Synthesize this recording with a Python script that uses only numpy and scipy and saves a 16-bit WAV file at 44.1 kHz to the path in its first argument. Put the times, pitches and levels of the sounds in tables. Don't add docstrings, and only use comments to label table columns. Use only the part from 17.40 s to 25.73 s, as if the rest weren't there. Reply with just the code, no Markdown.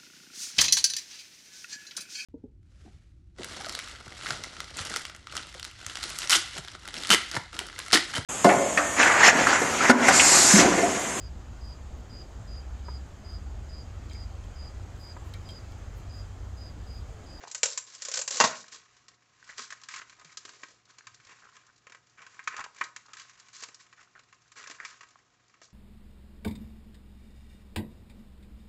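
import sys
import numpy as np
from scipy import signal
from scipy.fft import rfft, irfft
from scipy.io import wavfile
from scipy.ndimage import uniform_filter1d

SR = 44100
rng = np.random.default_rng(int(sys.argv[2]) if len(sys.argv) > 2 else 0)


def wav_record(signal):
    frames = np.transpose(np.atleast_2d(signal))
    bounded = np.clip(frames, -1, 1)
    quanta = np.round(bounded * 32767).astype(np.int16)
    wavfile.write(sys.argv[1], SR, quanta)


N = 367353

# (time [s], level [dB], bass [dB])
RIM_SNAPS = [(0.113, -40, -12), (.147, -32.5, -5.5), (.179, -44.5, -2), (.231, -19, -2.5), (.256, -28.5, 3),
             (.375, -28.5, -12), (0.549, -45, 2.5), (.62, -35.5, -8.5), (0.65, -35.5, -6.5),
             (.684, -35.5, 2.5), (.715, -34.5, -1), (.739, -29.5, -2.5), (.756, -35, -7.5),
             (.772, -29.5, 1.5), (.79, -31, 5), (0.814, -31, -7), (0.877, -29.5, -5.5), (.907, -31, 1.5),
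             (.922, -38, 3.5), (.958, -36, 2), (.969, -31, 1.5)]
# (time [s], level [dB], bass [dB], treble [dB])
POPS = [(1.001, -12, 8, 2.3), (1.009, -15, -5, -0.5), (1.039, -15, 4.5, -0.5), (1.05, -24.5, -5, 7.5)]
# (time [s], level [dB], bass [dB], treble [dB])
BUCKLES = [(1.682, -51.5, 9, 11.5), (2.18, -40.5, 11, 7), (2.192, -38.5, 4, 2), (2.304, -43, -10, 4.5),
           (2.325, -44.5, -20, 6), (2.435, -48.5, -8, 9.5), (2.486, -41, -8.5, 3), (2.538, -40.5, -1, 0.5),
           (2.561, -42, -5, 6), (2.616, -45.5, 1, -8), (2.696, -51.5, -17, 3.5), (2.846, -53, 15.5, 9.5),
           (2.919, -59, -5, 10), (2.971, -39, 9.5, 16.5), (3.051, -44.5, 15.5, 7.5), (3.091, -48, 2.5, 7.5),
           (3.233, -42, 6.5, -4.5), (3.584, -51, 7, 7), (3.669, -45, -8, 0), (3.745, -55, 18, 20),
           (3.869, -55.5, 8, 1), (4.166, -53.5, -1.5, -2.5), (4.468, -50, 4.5, -7), (4.497, -55.5, 14.5, 1),
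           (4.521, -50.5, -2, -3.5), (4.547, -50, 4.5, -1.5), (4.818, -52, -3.5, -2.5),
           (4.865, -49, -3, -4), (4.992, -41.5, -7, -16), (5.074, -28, -1.5, -4.5),
           (5.141, -42.5, 6.5, -11), (5.165, -41, -9, 1.5), (5.178, -43.5, -11, -6), (5.193, -46.5, -16, 0),
           (5.205, -40, -9, -5), (5.24, -40.5, 0, -2.5), (5.411, -27, -5, -16.5), (5.439, -43.5, 13, 18),
           (5.562, -41, -1.5, 4), (5.733, -45, -12, 2.5), (5.769, -47, -10, 4), (5.796, -47, -14, 6),
           (5.895, -53.5, -9, 4), (5.998, -52.5, -7.5, 10), (6.224, -43.5, 17, 9.5), (6.235, -40, -11, 5.5),
           (6.285, -50.5, 11.5, 4), (6.344, -49.5, -8, 18), (6.527, -55, -15, -3), (6.792, -55.5, 9, 2),
           (6.926, -55, -4.5, -4.5), (7.118, -54, 0, 8), (7.239, -47.5, 4, 0), (7.272, -44.5, 5, 3.5),
           (7.298, -45, 17, 3.5), (7.31, -45, 1, 4), (7.449, -39, -18, -2), (7.608, -48, 6, -2),
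           (7.631, -51, 0.5, -4), (8.14, -60.5, -8, -5), (8.216, -53, 15.5, 0)]
# (time [s], length [s], level [dB], bass [dB], treble [dB])
SLIDES = [(.005, 0.041, -48, 22, 2), (0.07, 0.016, -46.5, 10, 15), (0.275, 0.079, -41, -1, 18),
          (0.463, 0.18, -51, 8.5, 11.5), (0.635, 0.15, -45, 7, 10), (0.73, 0.056, -36.5, 6, 23),
          (0.906, 0.18, -34.5, 10, 13), (1.055, 0.1, -40, 2, -1), (1.147, 0.071, -47.5, -1, 21),
          (1.313, 0.049, -46, 10, 11.5), (2.068, 0.053, -51.5, -12, 5.5), (2.166, 0.082, -44, -1, 9),
          (2.497, 0.1, -45, -2, 3.5), (3.061, 0.28, -60, 22, 12.5), (3.487, 0.023, -57, 11, 4.5),
          (3.885, 0.042, -51.5, 7, -3), (4.775, 0.062, -51.5, 5, -10.5), (5.102, .11, -45.5, -1, -12),
          (5.356, 0.1, -51.5, 3.5, 2.5), (5.777, 0.037, -48, -6, 4.5), (6.13, .11, -48, 0, 11),
          (6.389, 0.026, -52.5, 1.5, 7.5), (6.574, 0.047, -55.5, 3, 0), (7.156, 0.074, -47.5, 7, 1),
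          (7.441, 0.074, -51.5, 2, 4), (8.225, 0.02, -52, 0.5, 14)]
# (time [s], level [dB], pitch [Hz])
BUMPS = [(1.035, -44, 128), (2.191, -57, 242), (2.85, -59, 161), (3.666, -62, 117), (3.715, -65, 106),
         (3.793, -67, 135), (3.862, -63, 107), (7.295, -60, 300)]
# (time [s], level [dB])
GRIP = [(1.201, -52.5), (1.36, -57.5), (1.8, -70), (2.15, -58), (2.801, -59.5), (3.15, -57), (3.4, -67),
        (4.08, -58.5), (4.36, -68.5), (4.681, -69), (4.95, -59.5), (5.55, -65.5), (5.9, -56),
        (6.449, -65.5), (7.15, -69), (7.36, -52), (7.781, -68), (8.33, -71.5)]
# (time [s], level [dB], middle of the pitch glide [Hz])
DENTS = [(.039, -36, 755), (.052, -43, 970), (.075, -40, 860), (2.028, -45, 1580), (2.324, -35.5, 1616),
         (3.609, -48, 1619), (5.194, -32, 1115), (5.263, -38, 1047), (7.263, -42.5, 1703),
         (7.402, -32.5, 1725), (7.758, -48, 1146)]
# (time [s], length [s], level [dB], middle of the pitch glide [Hz])
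CREAKS = [(2.076, .06, -45.5, 1790), (2.314, 0.025, -43, 1680), (2.561, 0.066, -45.5, 1630),
          (2.77, 0.063, -57.5, 1250), (4.016, 0.079, -54, 1340), (4.276, 0.037, -59, 1400),
          (5.169, 0.051, -40, 1253), (5.651, 0.082, -57, 1270), (6.569, .06, -57.5, 1500),
          (6.748, 0.039, -50.5, 1460), (7.391, 0.055, -44, 1620)]
# (frequency [Hz], relative density [dB per Hz])
RIM_COLOUR = [(59, -52), (100, -24), (348, -30), (511, -4), (886, -18), (989, -10), (1330, -17),
              (1510, -5.5), (1680, -11), (2470, -10.5), (3440, -12.5), (6660, -2.5), (7430, 1), (8000, -14),
              (10400, -40.5), (17600, -120)]
POP_COLOUR = [(47, -55), (90, -31.5), (220, -15), (380, -20.5), (600, -7), (870, -9), (1080, 0),
              (1450, -7.5), (1950, -9.5), (2400, -13.5), (3300, -16), (4400, -12.5), (7300, -11),
              (8000, -24.5), (10400, -55.5), (17600, -120)]
WALL_COLOUR = [(59, -43.5), (100, -18.5), (183, -23.5), (484, -18.5), (661, -21.5), (854, -17), (1060, -1),
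               (1380, -8), (1620, -2.5), (2060, -6), (2260, -4.5), (3440, -12), (6910, -10), (7570, -12),
               (8000, -24.5), (10400, -42), (17600, -120)]
AIR_COLOUR = [(18, -50.5), (30, -7.5), (111, 1), (169, -1), (421, -4), (656, -9.5), (720, -2.5),
              (791, -8.5), (1260, -2.5), (1390, -7), (3070, -12), (7120, -13), (8000, -25), (10400, -51.5),
              (17600, -120)]
# (frequency [Hz], relative level [dB], t60 [s])
PACK_MODES = [(624, -7.5, .16), (689, -5, .12), (838, -9.5, .12), (943, 1.5, 0.095), (1090, 5, 0.086),
              (1120, -2.5, 0.059), (1283, -5.5, .14), (1350, -9, 0.16), (1876, -4, 0.18), (2030, -6.5, .12),
              (2620, -7.5, 0.095), (2760, -1, 0.099)]
WALL_MODES = [(1065, -2, 0.03), (1260, 2, 0.073), (1493.5, -9, 0.02), (1583.4, -2, 0.14), (1805, 2, 0.045),
              (1890, -9.5, .06), (2250, -1.5, 0.045), (2510, -8, 0.03)]
# (frequency [Hz], t60 [s])
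ROOM_T60_S = [(120, 0.39), (500, 0.42), (1200, 0.28), (3000, 0.22), (7500, 0.29)]
# (delay [s], level [dB])
ECHOES = [(.0021, -20.5), (.0047, -18.5), (.0073, -18.5)]
# (frequency [Hz], level [dB])
HUM = [(118.4, -80), (721.4, -86.5), (1249, -86.5)]

AIR_DB = -72
MIC_EDGE_HZ = 8150
RIM_TREBLE_DB, RIM_MIDDLING_DB, RIM_DULLING = 1.5, -31.5, .22
CRINKLES_PER_S, CRINKLE_OFFSET_DB, CRINKLE_COLOUR_DB = 9, 3, 9.5
CREAK_SAG, CREAK_POLE_WIDTH_HZ, CREAK_SLIPS_PER_S = .05, 720, 260
RING_LOW_HZ = 450


def amp(db):
    return 10 ** (np.asarray(db) / 20)


def unit(x):
    return x / np.sqrt(np.mean(x ** 2) + 1e-20)


def read(points, hz):
    f, value = np.transpose(points)
    return np.interp(np.log(hz + 1), np.log(f + 1), value)


def add(mix, time_s, sound):
    part = mix[max(round(time_s * SR), 0):][:len(sound)]
    part += sound[:len(part)]


def coloured(x, colour, bass_db=0, treble_db=0, size=2048):
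    hz = np.fft.rfftfreq(size, 1 / SR)
    bass = read([(100, min(bass_db, 0)), (280, bass_db), (700, bass_db), (950, 0)], hz)
    treble = read([(2400, 0), (4000, treble_db)], hz)
    cepstrum = irfft(np.log(amp(read(colour, hz) + bass + treble)))
    cepstrum[1:size // 2] *= 2
    cepstrum[size // 2 + 1:] = 0
    response = irfft(np.exp(rfft(cepstrum)))
    return signal.oaconvolve(x, response)[:len(x)]


def highpass(x, hz):
    return signal.lfilter(*signal.butter(2, hz, "highpass", fs=SR), x)


def slips(length, per_s, spread_db, t60_s):
    happens = rng.random(length) < per_s / SR
    sizes = amp(spread_db * np.minimum(rng.exponential(1, length), 3.5)) * happens
    decay = np.exp(-np.log(1e6) / (t60_s * SR))
    power = signal.lfilter([1], [1, -decay], sizes ** 2)
    return np.sqrt(power) * rng.standard_normal(length)


def air():
    t = np.arange(N) / SR
    hum = sum(amp(db) * unit(np.sin(2 * np.pi * hz * t)) for hz, db in HUM)
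    return amp(AIR_DB) * unit(coloured(rng.standard_normal(N), AIR_COLOUR)) + hum


def room(x, delay_s=0.0091, build_s=0.0065):
    hz, t, bands = signal.stft(rng.standard_normal(SR * 3 // 4), SR, nperseg=256)
    decay = amp(-60 * t / read(ROOM_T60_S, hz)[:, None])
    tail = signal.istft(bands * decay, SR, nperseg=256)[1]
    tail *= np.clip((np.arange(len(tail)) / SR - delay_s) / build_s, 0, 1)
    return signal.fftconvolve(x, tail / np.linalg.norm(tail))[:N]


def nearby(x):
    out = x.copy()
    for delay_s, db in ECHOES:
        add(out, delay_s, amp(db) * x)
    return out


def bumps(swell_s=.009):
    t, out = np.arange(SR // 5) / SR, np.zeros(N)
    swell = t / swell_s * np.exp(1 - t / swell_s)
    for time_s, db, hz in BUMPS:
        add(out, time_s, amp(db) * swell * np.sin(2 * np.pi * hz * t))
    return out


def grip():
    grains = slips(N, per_s=150, spread_db=0.5, t60_s=0.098)
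    rustle = unit(coloured(grains, WALL_COLOUR, bass_db=1.5, treble_db=1.5))
    return amp(np.interp(np.arange(N) / SR, *np.transpose(GRIP), left=-60)) * rustle


def slides(hollow_db=-4.5):
    out = np.zeros(N)
    for time_s, length_s, db, bass_db, treble_db in SLIDES:
        end_s = length_s + .06
        t = np.arange(round(end_s * SR)) / SR
        stroke = np.interp(t, [0, .016, length_s, length_s + .015, end_s], [0, 1, 1, .4, 0])
        grains = slips(len(t), per_s=900, spread_db=3, t60_s=.025)
        band_hz = rng.uniform(1350, 1850) * np.array([.82, 1.22])
        hollow = signal.butter(2, band_hz, "bandpass", fs=SR)
        flexing = unit(signal.lfilter(*hollow, slips(len(t), per_s=300, spread_db=2.5, t60_s=.02)))
        rubbing = unit(coloured(grains, WALL_COLOUR, bass_db, treble_db))
        drag = rubbing + amp(hollow_db - max(treble_db, 0)) * flexing
        add(out, time_s - .004, amp(db) * stroke * unit(drag))
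    return out


def creaks(spread_db=2.0, slip_t60_s=0.0084):
    out, r = np.zeros(N), np.exp(-np.pi * CREAK_POLE_WIDTH_HZ / SR)
    for time_s, length_s, db, hz in CREAKS:
        along = np.linspace(0, 1, round(length_s * SR))
        drive = slips(len(along), CREAK_SLIPS_PER_S, spread_db, slip_t60_s)
        pitch_hz = hz * (1 + CREAK_SAG * (.5 - along))
        turn = np.exp(2j * np.pi * np.cumsum(pitch_hz) / SR)
        smooth = signal.lfilter([(1 - r) ** 2], [1, -2 * r, r ** 2], drive / turn)
        ring = (turn * smooth).real
        add(out, time_s, amp(db) * unit(ring * np.sqrt(along * (1 - along))))
    return out


def tock(hz, swell_s=0.0011, glide=0.089, settle_s=0.0042, ring_db=-20, ring_t60_s=0.0491):
    t = np.arange(SR // 24) / SR
    thump = t / swell_s * np.exp(1 - t / swell_s)
    ring = amp(ring_db - 60 * t / ring_t60_s) * (1 - np.exp(-t / swell_s))
    pitch_hz = hz * (1 + glide * (2 * np.exp(-t / settle_s) - 1))
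    phase = 2 * np.pi * np.cumsum(pitch_hz) / SR
    shiver = unit(uniform_filter1d(rng.standard_normal(len(t)), size=36))
    return (thump + ring) * (np.sin(phase) + .7 * shiver * np.cos(phase))


def dents(per_s=40, small_db=3, spread_db=5.5, low_hz=1050, high_hz=2000):
    out = np.zeros(N)
    for time_s, db, hz in DENTS:
        add(out, time_s - .001, amp(db) * tock(hz))
    when_s, level_db = np.transpose(GRIP)
    count = round(per_s * (when_s[-1] - when_s[0]))
    for time_s in np.sort(rng.uniform(when_s[0], when_s[-1], count)):
        db = np.interp(time_s, when_s, level_db) + small_db + spread_db * rng.uniform(-6.0, 1)
        add(out, time_s, amp(db) * tock(rng.uniform(low_hz, high_hz)))
    return highpass(out, 450)


def crinkles(bass_db=3, treble_db=4.0):
    when_s, level_db = np.transpose(GRIP)
    count = round(CRINKLES_PER_S * (when_s[-1] - when_s[0]))
    jitter, bass, treble = rng.uniform(-0.83, 1, (count, 3)).T
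    time_s = when_s[0] + (np.arange(count) + jitter) / CRINKLES_PER_S
    db = np.interp(time_s, when_s, level_db) + CRINKLE_OFFSET_DB
    return list(zip(time_s, db, bass_db + CRINKLE_COLOUR_DB * bass, treble_db + CRINKLE_COLOUR_DB * treble))


def rim_snaps():
    return [(time_s, db, bass_db, RIM_TREBLE_DB - RIM_DULLING * (db - RIM_MIDDLING_DB))
            for time_s, db, bass_db in RIM_SNAPS]


def snaps(rows, colour, modes, rise_s, t60_s, linger_db, linger_t60_s, dull_hz, ring_db):
    t, out = np.arange(SR // 6) / SR, np.zeros(N)
    head = round(.012 * SR)
    hz, mode_db, mode_t60_s = np.transpose(modes)[:, :, None]
    dying = amp(mode_db - 60 * t / mode_t60_s)
    attack = 1 - np.exp(-t / rise_s)
    dull = signal.butter(1, min(dull_hz, .4 * SR), fs=SR)
    for time_s, db, bass_db, treble_db in rows:
        sharp, late = rng.standard_normal((2, len(t)))
        linger = signal.lfilter(*dull, late) * amp(linger_db - 60 * t / linger_t60_s)
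        shake = sharp * amp(-60 * t / t60_s) + linger
        crack = coloured(attack * shake, colour, bass_db, treble_db)
        weight, detune, phase = rng.uniform(-1, 1, (3, len(modes), 1))
        tones = np.sin(2 * np.pi * hz * (1 + 0.0092 * detune) * t + np.pi * phase)
        ring = highpass(attack * ((1 + .5 * weight) * dying * tones).sum(0), RING_LOW_HZ)
        ring_gain = amp(ring_db - max(treble_db, 0) / 2)
        sound = crack / crack[:head].std() + ring_gain * ring / ring[:head].std()
        add(out, time_s, amp(db) * sound / sound[:head].std())
    return out


def scene():
    handling = amp(-0.5) * dents() + amp(-5) * creaks() + amp(-2) * slides() + amp(-4.0) * grip()
    wall = snaps(BUCKLES + crinkles(), WALL_COLOUR, WALL_MODES, rise_s=0.00062, t60_s=0.048,
                 linger_db=-14.5, linger_t60_s=0.1, dull_hz=3500, ring_db=-6.5)
    rim = snaps(rim_snaps(), RIM_COLOUR, WALL_MODES, rise_s=.0004, t60_s=0.058,
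                linger_db=-22.0, linger_t60_s=0.28, dull_hz=9060, ring_db=-22.5)
    pop = snaps(POPS, POP_COLOUR, PACK_MODES, rise_s=0.0003, t60_s=0.078,
                linger_db=-24.5, linger_t60_s=.26, dull_hz=2800, ring_db=-5.5)
    opening = nearby(amp(-0.5) * rim + amp(-3.5) * pop)
    handled = nearby(wall + handling) + bumps()
    reverb = room(amp(-13.0) * opening + amp(-12.5) * handled)
    return (opening + handled + reverb + air())[None]


def record(dry):
    taps = signal.firwin(141, MIC_EDGE_HZ, window=("kaiser", 8), fs=SR)
    return signal.oaconvolve(dry, taps[None], "same")


dry = scene()
out = record(dry)
wav_record(out)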